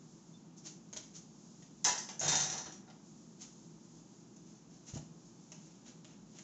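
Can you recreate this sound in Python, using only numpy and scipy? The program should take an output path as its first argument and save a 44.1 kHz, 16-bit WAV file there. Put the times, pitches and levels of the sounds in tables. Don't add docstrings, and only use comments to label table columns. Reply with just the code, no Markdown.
import sys
import numpy as np
from scipy import signal
from scipy.fft import rfft, irfft
from scipy.io import wavfile
from scipy.ndimage import uniform_filter1d

SR = 44100
rng = np.random.default_rng(int(sys.argv[2]) if len(sys.argv) > 2 else 0)


def unload_wav(signal):
    wavfile.write(
        sys.argv[1],
        SR,
        np.round(np.clip(np.atleast_2d(signal).T, -1, 1) * 32767).astype(np.int16),
    )


N = 283563
TIME = np.arange(N) / SR
TOP_HZ = 8600


# t/s, clink level/dB, weight (boom compared with clink)/dB
PAN_HITS = [(1.8438, -27, -29.5), (1.848, -25, -15), (1.869, -39.5, 1.5), (1.884, -31.5, -10),
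            (1.978, -36.5, -22.5), (2.0885, -45, -7), (2.194, -38, -44), (2.211, -40.5, -9),
            (2.233, -43, 0.5), (2.280, -27.5, -19.5), (2.320, -31, -9), (2.355, -28, -19.5),
            (2.403, -31.5, -16), (2.435, -36.5, -19), (2.500, -38, -17.5), (2.526, -43.5, -5),
            (2.579, -41, -12.5), (2.66, -51, -2.5), (2.722, -51, -15.5), (2.878, -73.5, 13)]

def pan_hits(flat_from_s=2.15, heavy_db=-42, stove_hz=862, rim_hz=6080, boom_rise_s=0.00063):
    out, attack = np.zeros(N), slice(SR // 30)
    for s, clink_db, weight_db in PAN_HITS:
        hz = stove_hz if clink_db + weight_db > heavy_db else rim_hz
        ring = steel_ring(flat=s > flat_from_s)
        ring = favour_pitch(ring, hz, boost_db=6.5, width_hz=190, patchy_db=4)
        boom, rest = split(ring, 1500)
        clank, clink = split(rest, 5000)
        boom = boom * (1 - np.exp(-TIME[:SR] / boom_rise_s))
        for band, db in (clink, 0), (clank, -3 + 0.56 * weight_db), (boom, weight_db):
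            add(out, s, amp(clink_db + db) * band / rms(band[attack]))
    return out


# f/Hz, level with pan on
# edge/dB, level with pan flat/dB
STEEL_NOTES = [(146, -16, -16), (600, -22, -14), (750, -11, -12), (845, -7, -18), (892, -11, -14),
               (980, -6, -16), (1400, -18, -17), (1620, -21, -17), (1715, -15, -13), (2052, -9, -17),
               (2480, -22, -15), (2818, -16, -17), (3405, -17, -21), (3680, -20, -9), (3833, -16, -13),
               (3940, -14, -15), (4204, -24, -8), (4651, -13, -25), (4753, -20, -15), (5297, -22, -10),
               (5612, -17, -14), (5852, -5, -3), (5935, -7, -15), (6170, -8, -8), (6312, -4, -10),
               (6365, -6, -9), (6563, -15, -9), (6670, -15, -6), (6895, -9, -17), (7240, -9, -14)]
# f/Hz, level/dB
CLANG_COLOUR = [(50, -27.5), (90, -14), (150, -15.5), (300, -9), (500, -10.5), (880, -7.5), (1250, -10.5),
                (1900, -6.5), (2350, -13.5), (3000, -9), (4800, -9), (5600, -1), (6300, -3), (7500, -0.5)]
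# f/Hz, time to fade by 60 dB/s
CLANG_FADE = [(150, 0.32), (800, 0.5), (2500, 0.4), (6500, 0.33)]

def steel_ring(flat, notes_db=-4.5, edge_fade_s=0.24, flat_fade_s=0.27, crack_db=3, crack_s=0.00062):
    t = TIME[:SR]
    contact = grains(SR, spread_db=3) * (1 + amp(crack_db) * np.exp(-t / crack_s))
    clang = die_away(colour(contact, CLANG_COLOUR), CLANG_FADE)
    notes = sum(amp(flat_db if flat else edge_db) * sine(hz, t) for hz, edge_db, flat_db in STEEL_NOTES)
    notes *= amp(-60 * t / (flat_fade_s if flat else edge_fade_s))
    return clang / rms(clang) + amp(notes_db) * notes / rms(notes)


def push_force(start_s=2.205, peak_s=2.285, stop_s=2.7, rise_db_per_s=152.5, ease_db_per_s=72.5):
    t = TIME - peak_s
    db = np.minimum(rise_db_per_s * t, -ease_db_per_s * t)
    return amp(db) * (TIME > start_s) * (TIME < stop_s)


def pan_slide(peak_db=-29.5, slips_per_s=300, spots=4):
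    out, force = np.zeros(N), amp(peak_db) * push_force()
    for _ in range(spots):
        strengths = 2 * rng.random(N) - 1
        slips = strengths * (rng.random(N) < slips_per_s / spots / SR)
        out += ring_through(force * slips / rms(slips), steel_ring(flat=True))
    return out / np.sqrt(spots)


def rim_skid(start_s=2.194, length_s=0.075, release_s=0.012, db=-35.5, hz=6560):
    out, t = np.zeros(N), TIME[:SR // 5]
    scrape = favour_pitch(grains(len(t), spread_db=2.5), hz, boost_db=33, width_hz=620, patchy_db=8)
    release = np.exp(-np.maximum(t - length_s, 0) / release_s)
    add(out, start_s, amp(db) * scrape * release)
    return out


def rim_ping(start_s=2.722, db=-53, hz=5740, beat_hz=85, fade_s=0.36):
    out, t = np.zeros(N), TIME[:SR]
    pair = np.sin(2 * np.pi * hz * t) + 0.5 * np.sin(2 * np.pi * (hz + beat_hz) * t)
    add(out, start_s, amp(db) * pair * amp(-60 * t / fade_s))
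    return out


# f/Hz, level/dB
RUMBLE_COLOUR = [(30, -29.5), (68, -6.5), (100, -16.5), (145, 1), (250, -7.5), (420, -6.5), (1200, -43),
                 (3000, -68)]

def stove_rumble(peak_db=-53.5, follow=0.36):
    rumble = colour(rng.standard_normal(N), RUMBLE_COLOUR)
    return amp(peak_db) * push_force() ** follow * rumble / rms(rumble)


# t/s, level/dB, f/Hz
STOVE_THUMPS = [(2.211, -39, 658), (2.256, -41, 148.8), (2.32, -47, 146.8)]
# t/s, level/dB, f/Hz
COUNTER_THUMPS = [(4.937, -35, 130), (4.958, -34, 244), (4.967, -34, 142), (4.994, -41.5, 146)]

def thumps(stove_cycles=97, counter_cycles=14):
    out = np.zeros(N)
    for table, cycles in (STOVE_THUMPS, stove_cycles), (COUNTER_THUMPS, counter_cycles):
        for s, db, hz in table:
            add(out, s, amp(db) * bump(hz, fade_s=cycles / hz))
    return out


def bump(hz, fade_s, rise_s=0.0003, puff_db=-14, puff_s=0.006, puff_hz=700):
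    t = TIME[:SR // 4]
    swing = -np.sin(2 * np.pi * hz * t) * amp(-60 * t / fade_s)
    puff, _ = split(rng.standard_normal(len(t)), puff_hz)
    puff = amp(puff_db) * puff / rms(puff) * np.exp(-t / puff_s)
    return (1 - np.exp(-t / rise_s)) * (swing + puff)


# peak t/s, level/dB, rise time/s, boost of the lower part (body)/dB
COOK_SWISHES = [(.588, -52.5, .017, -12), (0.674, -43, .024, -4), (.975, -39.5, 0.0072, -2),
                (1.166, -45.5, .02, -4.5), (3.428, -45.5, .024, -2.5), (4.52, -62, .12, -4.5),
                (4.75, -60.5, .055, -2), (4.892, -46, .021, -2.5), (4.954, -46.5, .018, -2),
                (5.27, -65, .04, -10), (5.68, -64, 0.18, 1.5), (5.885, -53, .026, 4),
                (6.111, -62.5, 0.035, 8), (6.386, -56.5, 0.045, 3)]

def swishes(fall_per_rise=1.1):
    out = np.zeros(N)
    for peak_s, db, rise_s, body_db in COOK_SWISHES:
        start_s = max(peak_s - 3 * rise_s, 0)
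        t = TIME[:SR] + start_s - peak_s
        swell = np.exp(-(np.minimum(t, 0) / rise_s) ** 2)
        fade = np.exp(-np.maximum(t, 0) / (fall_per_rise * rise_s))
        add(out, start_s, amp(db) * swell * fade * scuff_noise(len(t), body_db, spread_db=3))
    return out


# t/s, level/dB, boost of the body/dB, f/Hz that the tapped thing favours
SMALL_TAPS = [(.929, -46.5, 2, 6370), (.9635, -44, 4.5, 3580), (1.154, -57, -9, 6300),
              (1.624, -62, 6, 6500), (2.901, -64.5, 11, 5100), (3.414, -51, -10, 6400),
              (4.363, -59, -16, 6700), (4.973, -52.5, 1.5, 900), (5.5193, -49.5, 1.5, 6100),
              (6.046, -56.5, 4, 3050), (6.387, -53, -1.5, 1990)]

def ticks(snap_db=7.5, snap_s=0.0027, bounce_s=0.0053, ring_db=-6, ring_s=0.047, knock_db=-12.5):
    out, t = np.zeros(N), TIME[:SR // 6]
    bounce = (t > bounce_s) * np.exp(-abs(t - bounce_s) / snap_s)
    snap_shape = amp(snap_db) * (np.exp(-t / snap_s) + bounce)
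    ring_shape = amp(ring_db) * np.exp(-t / ring_s)
    for s, db, body_db, hz in SMALL_TAPS:
        noise = scuff_noise(len(t), body_db, spread_db=1)
        ring = favour_pitch(noise, 2100, boost_db=1, width_hz=260, patchy_db=3)
        snap = favour_pitch(ring, hz, boost_db=10.5, width_hz=630, patchy_db=0.5)
        add(out, s, amp(db) * (snap_shape * snap + ring_shape * ring))
        add(out, s, amp(db + body_db + knock_db) * bump(hz=622, fade_s=0.09))
    return out


# f/Hz, level/dB
SCUFF_COLOUR = [(100, -13.5), (350, -10.5), (700, -9), (1400, -13), (2300, -10.5), (3600, -7), (4800, -6.5),
                (6300, 3.5), (7400, 0.5)]

def scuff_noise(count, body_db, spread_db):
    noise = colour(grains(count, spread_db), SCUFF_COLOUR)
    body, hiss = split(noise / rms(noise), hz=4000)
    return hiss + amp(body_db) * body


def squeak(start_s=0.33, length_s=0.048, hz=3490, glide_hz=90, waver_hz=70, db=-61):
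    out, progress = np.zeros(N), np.linspace(0, 1, int(length_s * SR))
    waver = uniform_filter1d(rng.standard_normal(N), size=100)[:len(progress)]
    pitch = hz + glide_hz * progress + waver_hz * waver / rms(waver)
    tone = np.sin(2 * np.pi * np.cumsum(pitch) / SR)
    add(out, start_s, amp(db) * np.sin(np.pi * progress) * tone)
    return out


# f/Hz, level/dB
AIR_COLOUR = [(25, -30.5), (58, -17), (95, -34.5), (125, -10.5), (160, -0.5), (220, -0.5), (270, -7),
              (335, -5), (400, -14), (560, -21), (860, -20), (2000, -34), (4500, -29.5), (6500, -20.5)]

def air(db=-55.5, waver_db=2.2):
    noise = colour(rng.standard_normal(N), AIR_COLOUR)
    rumble, hiss = split(noise / rms(noise), 3600)
    drift = sum(sine(hz, TIME) / np.sqrt(hz) for hz in np.geomspace(0.4, 9, 20))
    return amp(db) * (rumble + amp(-waver_db * drift / rms(drift)) * hiss)


# f/Hz, level/dB
HUM_TONES = [(59.5, -88), (120, -75), (165, -66.5), (1241, -86.5)]

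def hum():
    return np.sqrt(2) * sum(amp(db) * sine(hz, TIME) for hz, db in HUM_TONES)


# f/Hz, time to fade by 60 dB/s
ECHO_FADE = [(150, 0.39), (800, 0.32), (2500, 0.38), (6500, 0.34)]

def kitchen_echo(x, first_s=0.004, echoes_per_s=3000):
    signs = rng.choice([-1., 1.], SR)
    echoes = signs * (rng.random(SR) < echoes_per_s / SR) * (TIME[:SR] > first_s)
    return ring_through(x, die_away(echoes, ECHO_FADE))


def amp(db):
    return 10 ** (np.asarray(db) / 20)


def rms(x):
    return np.sqrt(np.mean(x ** 2) + 1e-20)


def sine(hz, t):
    return np.sin(2 * np.pi * (hz * t + rng.random()))


def look_up(table, hz):
    f, value = np.transpose(table)
    return np.interp(np.log(hz + 1), np.log(f + 1), value)


def add(mix, s, sound):
    part = mix[max(round(s * SR), 0):][:len(sound)]
    part += sound[:len(part)]


def ring_through(x, tail):
    return signal.oaconvolve(x, tail / np.linalg.norm(tail))[:N]


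def colour(x, table):
    hz = np.fft.rfftfreq(2 * len(x), 1 / SR)
    return irfft(rfft(x, 2 * len(x)) * amp(look_up(table, hz)) * (hz < TOP_HZ))[:len(x)]


def favour_pitch(x, hz, boost_db, width_hz, patchy_db):
    f = np.fft.rfftfreq(2 * len(x), 1 / SR)
    patch_hz = np.arange(0, SR, 110)
    patches = np.interp(f, patch_hz, rng.standard_normal(len(patch_hz)))
    peak = np.exp(-((f - hz) / width_hz) ** 2)
    shaped = irfft(rfft(x, 2 * len(x)) * amp(boost_db * peak + patchy_db * patches))[:len(x)]
    return shaped * rms(x) / rms(shaped)


def split(x, hz):
    low = signal.sosfiltfilt(signal.butter(4, hz, fs=SR, output="sos"), x, padtype=None)
    return low, x - low


def die_away(x, fade_table):
    hz, t, bands = signal.stft(x, SR, nperseg=256)
    fades = amp(-60 * t / look_up(fade_table, hz)[:, None])
    return signal.istft(bands * fades, SR, nperseg=256)[1][:len(x)]


def grains(count, spread_db):
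    sizes = np.repeat(rng.standard_normal(count), 16)[:count]
    noise = rng.standard_normal(count) * amp(spread_db * sizes)
    return noise / rms(noise)


def scene(pan_echo_db=-10, small_echo_db=-3, thump_echo_db=-12):
    pan = pan_hits() + rim_skid() + pan_slide() + stove_rumble() + rim_ping()
    small, thump = swishes() + ticks(), thumps()
    echo = kitchen_echo(amp(pan_echo_db) * pan + amp(small_echo_db) * small + amp(thump_echo_db) * thump)
    return (pan + small + thump + squeak() + echo + air() + hum())[None]


# f/Hz, level/dB
MIC_COLOUR = [(20, -33.5), (50, 0.5), (70, -0.5), (7000, -3.5), (7500, -10), (7900, -24), (8300, -38),
              (8600, -44)]

def record(dry):
    heard = colour(dry[0], MIC_COLOUR)
    treble_cut = signal.firwin(511, TOP_HZ, window=("kaiser", 9), fs=SR)
    return signal.oaconvolve(heard, treble_cut, "same")[None]


dry = scene()
out = record(dry)
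unload_wav(out)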